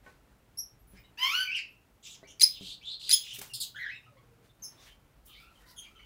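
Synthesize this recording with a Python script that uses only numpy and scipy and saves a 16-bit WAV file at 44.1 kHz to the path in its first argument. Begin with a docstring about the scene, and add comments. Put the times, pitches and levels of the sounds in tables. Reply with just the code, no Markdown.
"""Small parrots chirp, whistle and rasp in an aviary, near and far: each note is a stack of partials
on a trembling pitch, with pulsed breath, coloured by the throat. A hand works the latch and door of
a wooden nest box, which rings in its modes. A faint moan sinks in pitch, feathers rustle as shaped
noise, the shed rings briefly with sparse echoes, and air noise and low hums lie under all."""
import sys
import numpy as np
from scipy import signal
from scipy.fft import rfft, irfft
from scipy.io import wavfile

SR = 44100
rng = np.random.default_rng(int(sys.argv[2]) if len(sys.argv) > 2 else 0)


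def undo_db(level):
    """Turn decibels back into plain size, where 20 dB means ten times bigger."""
    steps = np.asarray(level, float) / 20
    return 10 ** steps


def dump(signal):
    """Clip the signal to [-1, 1] and save it as 16-bit WAV at the path in sys.argv[1]."""
    limited = np.clip(np.atleast_2d(signal).T, -1, 1)
    pcm = np.round(limited * 32767).astype(np.int16)
    wavfile.write(sys.argv[1], SR, pcm)


N = 266849  # length of the scene in samples


def evened(x):
    """Scales a sound to rms 1."""
    return x / np.sqrt(np.mean(x ** 2) + 1e-20)


def read(points, hz):
    """Reads a curve of (Hz, value) points along a log-frequency axis."""
    point_hz, value = np.transpose(points)
    return np.interp(np.log(hz + 1), np.log(point_hz + 1), value)


def add(mix, start_s, sound):
    """Mixes a sound in at start_s seconds."""
    part = mix[round(start_s * SR):][:len(sound)]
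    part += sound[:len(part)]


def wander(count, hz):
    """Random drift of rms 1 that changes up to about hz times a second."""
    lowpass = signal.butter(2, hz, fs=SR, output="sos")
    drift = signal.sosfilt(lowpass, rng.standard_normal(count + 500))
    return evened(drift[500:])


def noise(field_db, count):
    """Noise whose short-time spectrum follows field_db(hz, s)."""
    frames = count // 128 + 5
    hz = np.fft.rfftfreq(512, 1 / SR)[:, None]
    s = np.arange(frames) * 128 / SR
    a, b = rng.standard_normal((frames, 257, 2)).T
    spectrum = (a + 1j * b) * undo_db(field_db(hz, s))
    sound = signal.istft(spectrum, nperseg=512, noverlap=384)[1][:count]
    return 8 * sound / 128


# how a note is voiced: (pitch jitter rms as a share, breath level in dB against the tone)
CLEAR, REEDY, PIERCING = (.018, -30), (.022, -34), (.012, -28)
HUSKY, HOARSE, RASPY = (.04, -26), (.07, -18), (.12, -10)
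SQUAWK, CRACKLY = (.013, -13), (.03, -6)
# how the throat lifts or damps each pitch: frequency_hz [Hz], gain_db [dB]
THROAT = [(600, -24.5), (1000, -12), (2000, 6.5), (3000, 10), (3900, 12.5), (5000, 10.5), (6200, 7.5),
          (8000, 1), (10500, 3), (12500, -12), (14500, -7.5), (16000, -14)]
# the throat of a bigger bird, which gives the squawk: frequency_hz [Hz], gain_db [dB]
BIG_THROAT = [(600, -48), (1000, -22), (2000, -7.5), (3000, 6.5), (3900, -13), (4800, 1), (6200, -5),
              (7600, -17.5), (9000, -19), (10800, -5), (14000, -7.5), (16000, -3.5)]


def note(voice, colour, rows):
    """The syrinx gives partials on a trembling pitch, plus breath pulsed each cycle; the throat colours both."""
    jitter, breath_db = voice
    slope_db, odd_db, echo_db = colour
    tract = BIG_THROAT if voice == SQUAWK else THROAT
    s, *columns = np.transpose(rows)
    t = np.arange(s[0], s[-1], 1 / SR)
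    hz, level_db = (np.interp(t, s, column) for column in columns)
    # the breath pressure shimmers
    level_db += 1.5 * wander(len(t), hz=120)
    trembling_hz = hz * (1 + jitter * wander(len(t), hz=250))
    turns = np.cumsum(trembling_hz) / SR

    k = np.arange(1, 17)[:, None]  # partial numbers
    partials_db = read(tract, k * hz) + slope_db * np.log2(k) + odd_db * (k % 2)
    partials = undo_db(partials_db) * (k * hz < 17000)
    partials /= np.sqrt((partials ** 2).sum(0) / 2)
    # each partial swells and breaks on its own, the higher ones more
    partials *= [undo_db(1.6 * np.log2(n) * wander(len(t), hz=40)) for n in k[:, 0]]
    waves = np.cos(2 * np.pi * (k * turns + rng.random(k.shape)))
    tone = (partials * waves).sum(0)

    puffs = rng.standard_normal(len(t)) * (1 + np.cos(2 * np.pi * turns))
    f = np.fft.rfftfreq(len(t), 1 / SR) + 1
    # the breath has little far below the pitch and follows a milder slope than the partials above it
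    below_db = 45 * np.log2(f / hz.mean() / .75)
    above_db = .7 * slope_db * np.log2(f / hz.mean())
    shape_db = read(tract, f) + np.minimum(below_db, above_db)
    breath = evened(irfft(rfft(puffs) * undo_db(shape_db), len(t)))
    tone += undo_db(breath_db) * breath

    # soft start and end, so that the note does not click
    fade_s = min(.004, .25 * (s[-1] - s[0]))
    to_nearest_end_s = np.minimum(t - s[0], s[-1] - t)
    edge = np.sin(np.pi / 2 * np.clip(to_nearest_end_s / fade_s, 0, 1)) ** 2
    return undo_db(level_db) * edge * tone, undo_db(echo_db)


BOW = .03  # the middle of a short note strays from the straight glide by up to this share


def short_note(voice, rule, start, length, peak_db, first_hz, last_hz):
    """One breath: a slightly bowed glide in pitch under a rise and fall in level."""
    slope_db, brighter, echo_db, rise, onset_db, end_db = rule
    rise = np.clip(rise, .02, .98)
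    straight_hz = first_hz + rise * (last_hz - first_hz)
    middle_hz = straight_hz * (1 + BOW * rng.uniform(-1, 1))
    rows = [(start, first_hz, peak_db + onset_db),
            (start + rise * length, middle_hz, peak_db),
            (start + length, last_hz, peak_db + end_db)]
    return voice, (slope_db + brighter * (peak_db + 50), 0, echo_db), rows


# Parts of a shriek. Each starts with its colour: slope [dB per octave], odd partials [dB], echo [dB].
# the click, then its rows: time_s [s], pitch_hz [Hz], level_db [dB before the click's own gain]
CLICK = (5, -5.5, 3), [(0, 2306, -32), (.004, 2403, -23)]
# the upward scrape, then its rows: time_s [s], pitch_hz [Hz], level_db [dB]
SCRAPE = (5.3, -12.5, -5.5), [(0, 2100, -13), (.005, 2149, -21.5), (.008, 2973, -23), (.015, 3400, -24)]
# the whistle, colour without slope, then its rows:
# time_share [share of the whistle length], pitch_hz [Hz], level_db [dB before the whistle's own gain]
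SHRILL = (-1, -8.5), [(0, 4760, -11.5), (.3, 5152, -16.5), (.75, 5026, -14), (1, 5250, -13)]
SECOND_CLICK_S, SCRAPE_S, WHISTLE_S = .012, .018, .033  # delays after the shriek starts
SECOND_CLICK_DB = 2.5  # gain of the second click


def shriek(start, first_db, whistle_db, slope_db, whistle_s):
    """The voice breaks twice with a click, scrapes upward with a crackle, then whistles piercingly."""
    odd_and_echo_db, whistle_rows = SHRILL
    shrill = (slope_db, *odd_and_echo_db), whistle_rows
    # voice, part, delay in s, time stretch, gain in dB
    parts = [(CRACKLY, CLICK, 0, 1, first_db),
             (CRACKLY, CLICK, SECOND_CLICK_S, 1, SECOND_CLICK_DB),
             (CRACKLY, SCRAPE, SCRAPE_S, 1, 0),
             (PIERCING, shrill, WHISTLE_S, whistle_s, whistle_db)]
    notes = []
    for voice, (colour, rows), delay, stretch, more_db in parts:
        placed = [(start + delay + stretch * s, hz, db + more_db) for s, hz, db in rows]
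        notes.append((voice, colour, placed))
    return notes


# calls with their own contour, short or long: voice, colour (slope [dB per octave],
# odd partials [dB], echo [dB]), then rows of time_s [s], pitch_hz [Hz], level_db [dB]
CONTOUR_CALLS = [ (SQUAWK, (-9.5, 0.085, 2.5), [(1.172, 802, -55), (1.185, 952, -42.5), (1.218, 1009, -33),
                 (1.245, 1048, -32), (1.3, 1169, -38.5)]), (SQUAWK, (-8.5, 3.8, -1), [(1.3, 1171, -37),
                 (1.348, 1433, -31), (1.412, 1534, -32.5), (1.45, 1481, -40), (1.47, 1635, -58)]),
                 (HUSKY, (-24.5, 0, 1), [(1.45, 2500, -43), (1.5, 2290, -39.5), (1.525, 2701, -37.5),
                 (1.55, 2930, -33), (1.59, 2650, -45), (1.7, 2716, -64.5), (1.84, 2700, -81.5)]),
                 (RASPY, (-5, -11.5, .1), [(2.025, 3502, -64.5), (2.06, 3386, -49), (2.11, 3370, -54.5),
                 (2.16, 3230, -55.5)]), (HOARSE, (-4, -7.5, .1), [(2.27, 2940, -59.5), (2.3, 3130, -55.5),
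                 (2.33, 3120, -61.5)]), (HOARSE, (-15, 0, .1), [(2.81, 2167, -64), (2.85, 3524, -50.5),
                 (2.87, 3703, -44), (2.92, 4000, -40.5), (2.96, 4030, -49.5)]), (HOARSE, (-10.5, 0, .1),
                 [(1.548, 2940, -45), (1.57, 2469, -35.5), (1.6, 2197, -44.5)]), (HUSKY, (2.5, 0, .1),
                 [(3.125, 3366, -26), (3.15, 3340, -34), (3.2, 3330, -52)]), (HUSKY, (-22.5, 0, 0.05),
                 [(3.745, 1395, -52), (3.765, 1700, -48.5), (3.785, 1698, -45.5), (3.792, 2056, -46),
                 (3.835, 1943, -37.5), (3.85, 1649, -44.5), (3.875, 1678, -44), (3.905, 2028, -42.5),
                 (3.92, 2503, -47.5), (3.95, 2757, -58.5), (3.97, 2490, -45.5)]), ]
# the shrieks: start_s [s], first_click_db [dB gain], whistle_db [dB gain],
# whistle_slope_db [dB per octave], whistle_length_s [s]
SHRIEKS = [(2.396, -9, 2.5, 0, 0.01675), (3.092, 1.5, -1, 6.5, 0.026)]
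# brief high peeps: start_s [s], length_s [s], peak_db [dB], first_hz [Hz], last_hz [Hz]
PEEPS = [(0.571, 0.03, -37.5, 5294, 5813), (4.62, 0.023, -41, 6320, 6250), (4.634, .027, -44, 5330, 5560),
         (5.761, 0.0435, -47, 3404, 3265)]
# clear whistles: start_s [s], length_s [s], peak_db [dB], first_hz [Hz], last_hz [Hz]
WHISTLES = [(.79, 0.046, -71, 11700, 11600), (.87, 0.094, -68.5, 10140, 10500),
            (.87, .07, -68, 14600, 14600), (.985, .05, -71, 14800, 14800),
            (1.685, 0.059, -75, 11600, 11800), (1.035, 0.046, -65, 3730, 3820),
            (1.47, 0.16, -51.5, 1510, 1557), (3.494, 0.069, -54, 2860, 2830),
            (3.941, 0.071, -56.5, 3806, 3595)]
# rough rasps, the first (at 0.949 s) a scrape of the latch: start_s [s], length_s [s], peak_db [dB], first_hz
# [Hz], last_hz [Hz]
RASPS = [(0.949, 0.055, -64, 1700, 2554), (1.539, .04, -71, 14400, 14500), (2.502, 0.09, -51.5, 3800, 3410),
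         (2.6, .15, -45, 3383, 3912), (2.994, 0.15, -43, 3990, 3900), (3.2, 0.18, -46, 3300, 3176),
         (4.78, .15, -65.5, 3570, 3075), (4.857, .035, -59, 2097, 2190), (4.79, 0.073, -64.5, 5560, 5800),
         (5.27, 0.12, -59, 3100, 3480), (5.288, 0.15, -67, 4200, 4330), (5.66, 0.062, -62.5, 4540, 5150),
         (5.819, 0.048, -58, 3033, 2980)]
# hoarse snapped notes: start_s [s], length_s [s], peak_db [dB], first_hz [Hz], last_hz [Hz]
SNAPS = [(3.534, 0.043, -39.5, 4570, 4520), (3.537, 0.059, -46, 3500, 3500),
         (3.6, 0.052, -36.5, 4600, 3640), (3.604, 0.0525, -41, 3507, 3180)]
# soft husky chatter: start_s [s], length_s [s], peak_db [dB], first_hz [Hz], last_hz [Hz]
CHATTER = [(.965, 0.032, -71, 5070, 5050), (1.034, 0.051, -73, 2950, 2970), (1.04, 0.019, -70, 2150, 2126),
           (2.232, 0.038, -62, 2044, 2290), (3.756, 0.033, -52, 3240, 3320),
           (3.85, 0.074, -57.5, 3354, 2990), (4.02, .05, -68, 2600, 2810), (4.06, 0.043, -67, 1260, 1230),
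           (4.166, 0.03, -65, 1012, 1088), (4.49, 0.027, -72, 3560, 3645), (4.775, 0.056, -68, 3590, 3490),
           (4.87, 0.068, -68, 3230, 3120), (4.787, 0.06, -73, 1048, 1090), (5.29, 0.053, -68.5, 1226, 1224),
           (5.346, 0.12, -63, 2132, 2585), (5.4, .14, -66.5, 1356, 1308), (5.291, 0.0645, -65, 2990, 3050),
           (5.401, .07, -73, 3550, 3590), (5.55, 0.044, -69.5, 3150, 3044), (5.601, 0.1, -68.5, 1873, 1803),
           (5.621, 0.24, -74.5, 1450, 1404), (5.659, 0.096, -68.5, 1028, 981),
           (5.85, 0.044, -62, 2285, 2410), (5.87, 0.057, -68, 1186, 1363),
           (5.949, 0.073, -68.5, 1323, 1343), (5.955, 0.16, -63, 3050, 3100),
           (5.989, 0.041, -61.5, 2240, 2260)]
# the louder a short note, the brighter (whistles keep their slope): (slope in dB per octave at a -50 dB
# peak, its gain for each dB, echo dB, rise as a share of the length, onset dB and end dB from the peak)
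PEEP_RULE = (-1.5, 0.69, 6, 0.65, -12, -11.5)
WHISTLE_RULE = (-11, 0, -6.8, 0.5, -4, -12.5)
RASP_RULE = (-10, 0.9339, 0.65, 0.68, -8.5, -8)
SNAP_RULE = (0.5, 0.44, 0, 0.43, 1.5, -15)
CHATTER_RULE = (-11, 0.6, -0.1, 0.8, 0, -13.5)


def calls():
    """Every note of the flock, as voice, colour and rows of time, pitch and level."""
    kinds = [(REEDY, PEEP_RULE, PEEPS), (CLEAR, WHISTLE_RULE, WHISTLES), (RASPY, RASP_RULE, RASPS),
             (HOARSE, SNAP_RULE, SNAPS), (HUSKY, CHATTER_RULE, CHATTER)]
    notes = list(CONTOUR_CALLS)
    for row in SHRIEKS:
        notes += shriek(*row)
    for voice, rule, table in kinds:
        notes += [short_note(voice, rule, *row) for row in table]
    return notes


# the tones in which the wooden box rings: mode_hz [Hz],
# level_db [dB before the struck spot and the blow], fade_s [s to fall 60 dB]
BOX_MODES = [(130, -4, .1), (195, 0, .12), (290, -2, .1), (400, 0, .1), (520, -4, .08), (640, -4, .08),
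             (850, -6, .07), (1100, -6, .07), (1500, -6, .07), (1850, -8, .06), (2200, -10, .05)]


def knock(blow_db, spot_hz, crack_db):
    """The box rings in its modes, most in those that the struck spot favours; metal parts add a bright crack."""
    t = np.arange(SR // 4) / SR
    ring = np.zeros(len(t))
    for hz, db, fade_s in BOX_MODES:
        off_spot_db = 11 * abs(np.log2(hz / spot_hz))
        ring += undo_db(db - off_spot_db - 60 * t / fade_s) * np.sin(2 * np.pi * hz * t)
    crack = undo_db(crack_db - 60 * t / 0.038) * rng.standard_normal(len(t))
    return undo_db(blow_db) * (ring + crack)


# fingers, latch and door on the box: start_s [s], blow_db [dB], favoured_mode_hz [Hz],
# crack_db [dB before the blow level]
KNOCKS = [(0.064, -42.5, 1570, -35), (.076, -52, 1220, -30), (0.936, -48, 166, -25), (2.23, -46, 626, -38),
          (2.61, -42, 217, -20), (3.386, -50.5, 403, -38), (3.388, -62, 1500, -2), (3.415, -52, 1120, 16.5)]


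def box_knocks():
    """Every touch of the hand on the box, as a start in seconds and a sound."""
    return [(start_s, knock(*blow)) for start_s, *blow in KNOCKS]


# a faint sinking moan: time_s [s], pitch_hz [Hz], level_db [dB]
CREAK = [(4.09, 609, -79), (4.138, 562, -64), (4.22, 480, -73.5), (4.419, 454, -70), (4.5, 470, -77.5)]


def creak():
    """A low tone slides down, mostly falling; random changes of strength make it fuzzy."""
    s, *columns = np.transpose(CREAK)
    t = np.arange(s[0], s[-1], 1 / SR)
    hz, level_db = (np.interp(t, s, column) for column in columns)
    tone = np.sqrt(2) * np.cos(2 * np.pi * np.cumsum(hz) / SR)
    return undo_db(level_db) * wander(len(t), hz=24.5) * tone


def arch(t, start, length, rise, onset_db, end_db):
    """A stroke rises from onset_db to 0 dB, falls to end_db, and drops to -60 dB outside."""
    shares = np.array([-.05, 0, np.clip(rise, .02, .98), 1, 1.3])
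    return np.interp(t, start + length * shares, [-60, onset_db, 0, end_db, -60])


# feathers and the moving hand: start_s [s], length_s [s], peak_db [dB at 4000 Hz before the bass cut],
# slope_db [dB per octave], rise_share [share of the length]
RUSTLES = [(0.033, 0.18, -56.5, -8, 0.27), (0.918, 0.14, -57.5, -6, 0.38), (3.336, 0.07, -43, 2.5, 0.18),
           (3.387, 0.018, -36.5, 1.5, .3), (3.408, 0.11, -39.5, -2.4, 0.11), (3.757, .11, -68.5, 5.5, 0.51),
           (4.423, 0.1, -60.5, -6.5, 0.36), (4.593, 0.26, -58, -7, 0.94), (4.795, 0.17, -52.5, -4.5, .45),
           (5.254, 0.088, -59, 6, 0.12), (5.28, 0.23, -65.5, 1.5, 0.66), (5.502, 0.21, -59, -5, 0.56),
           (5.66, 0.12, -60, 2.5, 0.44), (5.74, 0.47, -62.5, -4, .15)]
RUSTLE_ONSET_DB, RUSTLE_END_DB = -9.5, -16.5  # from the peak of each stroke
RUSTLE_REST_DB = -73  # the steady stir, before the bass cut


def rustle():
    """Rubbing gives grainy noise above the bass, tilted by how close and dry it is."""
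    def field_db(hz, t):
        """Sums the strokes over a faint steady stir."""
        power = undo_db(RUSTLE_REST_DB) ** 2
        for s, length, db, slope_db, rise in RUSTLES:
            stroke_db = db + arch(t, s, length, rise, RUSTLE_ONSET_DB, RUSTLE_END_DB)
            tilt_db = slope_db * np.log2((hz + 1) / 4000)
            power = power + undo_db(stroke_db + tilt_db) ** 2
        bass_cut_db = 12 * np.log2(1 + 600 / (hz + 1))
        return 10 * np.log10(power) - bass_cut_db
    grain_db = 0.83 * wander(N, hz=150)
    return noise(field_db, N) * undo_db(grain_db)


# how long the shed rings: frequency_hz [Hz], fade_s [s to fall 60 dB]
SHED = [(300, 0.85), (1500, 0.3), (3000, 0.28), (5000, 0.29), (10000, 0.046), (16000, 0.41)]


def shed(x):
    """Walls return sparse echoes of random sign from 1.4 ms on, each band dying at its own speed."""
    taps = np.zeros(SR // 2)
    at = np.arange(60, len(taps) - 20, 20)
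    taps[at + rng.integers(0, 20, len(at))] = rng.choice([-1., 1.], len(at))
    hz, t, z = signal.stft(taps, SR, nperseg=128)
    far_walls = undo_db(-60 * t / read(SHED, hz)[:, None])
    # the near cage walls strengthen the start, with one fade for all bands
    cage_walls = 1.2 * undo_db(-60 * t / 0.21)
    tail = signal.istft(z * (far_walls + cage_walls), SR, nperseg=128)[1]
    return signal.fftconvolve(x, tail / np.linalg.norm(tail))[:N]


# the colour of the air noise: frequency_hz [Hz], density_db [dB per Hz, relative]
AIR = [(12, -41.5), (20, -19.5), (44, -4), (74, -6.5), (113, -6.5), (234, -11), (459, -15.5), (1330, -21),
       (1710, -24), (2820, -27), (3530, -31), (5530, -36), (16000, -49.5)]
# slow swells of the hums: middle_s [s], half_width_s [s], level_db [dB], hum_hz [Hz]
HUM_SWELLS = [(.3, 0.39, -66.5, 50), (.95, 0.13, -61, 50), (5.15, 0.28, -63, 50), (5.898, 0.38, -63.5, 50),
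              (.9, .2, -68.5, 121), (3.45, .2, -64.5, 121), (4.15, .5, -65.5, 121)]
AIR_DB = -65.5  # around which the air level drifts
HUM_HZ, HUM_DB = (50, 121), (-72, -76)  # the two hums and their resting levels
HUM_SPLIT_HZ = 85  # swells below this go to the lower hum, the others to the upper


def air():
    """Background noise with a drifting level, and two narrow wavering hums."""
    hiss = rng.standard_normal(N)
    hz = np.fft.rfftfreq(N, 1 / SR)
    coloured = irfft(rfft(hiss) * undo_db(read(AIR, hz)) * (hz > 30), N)
    bed = evened(coloured) * undo_db(AIR_DB + 0.79 * wander(N, hz=5))
    t = np.arange(N) / SR
    for hum_hz, rest_db in zip(HUM_HZ, HUM_DB):
        level = undo_db(rest_db)
        for s, width, db, near_hz in HUM_SWELLS:
            if (near_hz < HUM_SPLIT_HZ) == (hum_hz < HUM_SPLIT_HZ):
                level = level + undo_db(db) * np.exp(-((t - s) / width) ** 2)
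        bed += level * wander(N, hz=9) * np.cos(2 * np.pi * hum_hz * t)
    return bed


def scene():
    """Each note sounds directly and, with its own echo level, in one of three shed corners, taken in turn."""
    direct, corners = np.zeros(N), np.zeros((3, N))
    for n, (voice, colour, rows) in enumerate(calls()):
        sound, echo = note(voice, colour, rows)
        start_s = rows[0][0]
        add(direct, start_s, sound)
        add(corners[n % 3], start_s, echo * sound)
    for start_s, sound in box_knocks():
        add(direct, start_s, sound)
        add(corners[0], start_s, undo_db(-4.5) * sound)
    add(direct, CREAK[0][0], creak())
    echoes = sum(shed(corner) for corner in corners)
    return (direct + echoes + rustle() + air())[None]


def band_limit(x):
    """A steep low-pass at the top of the band."""
    return signal.sosfilt(signal.butter(12, 16510, fs=SR, output="sos"), x)


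def record(dry):
    """A low-pass filter takes away the highest treble of the finished mix."""
    lowpass = signal.firwin(255, 15800, fs=SR)  # edge in Hz
    limited = signal.oaconvolve(dry, lowpass[None], "same")
    return band_limit(limited)


dry = scene()
out = record(dry)
dump(out)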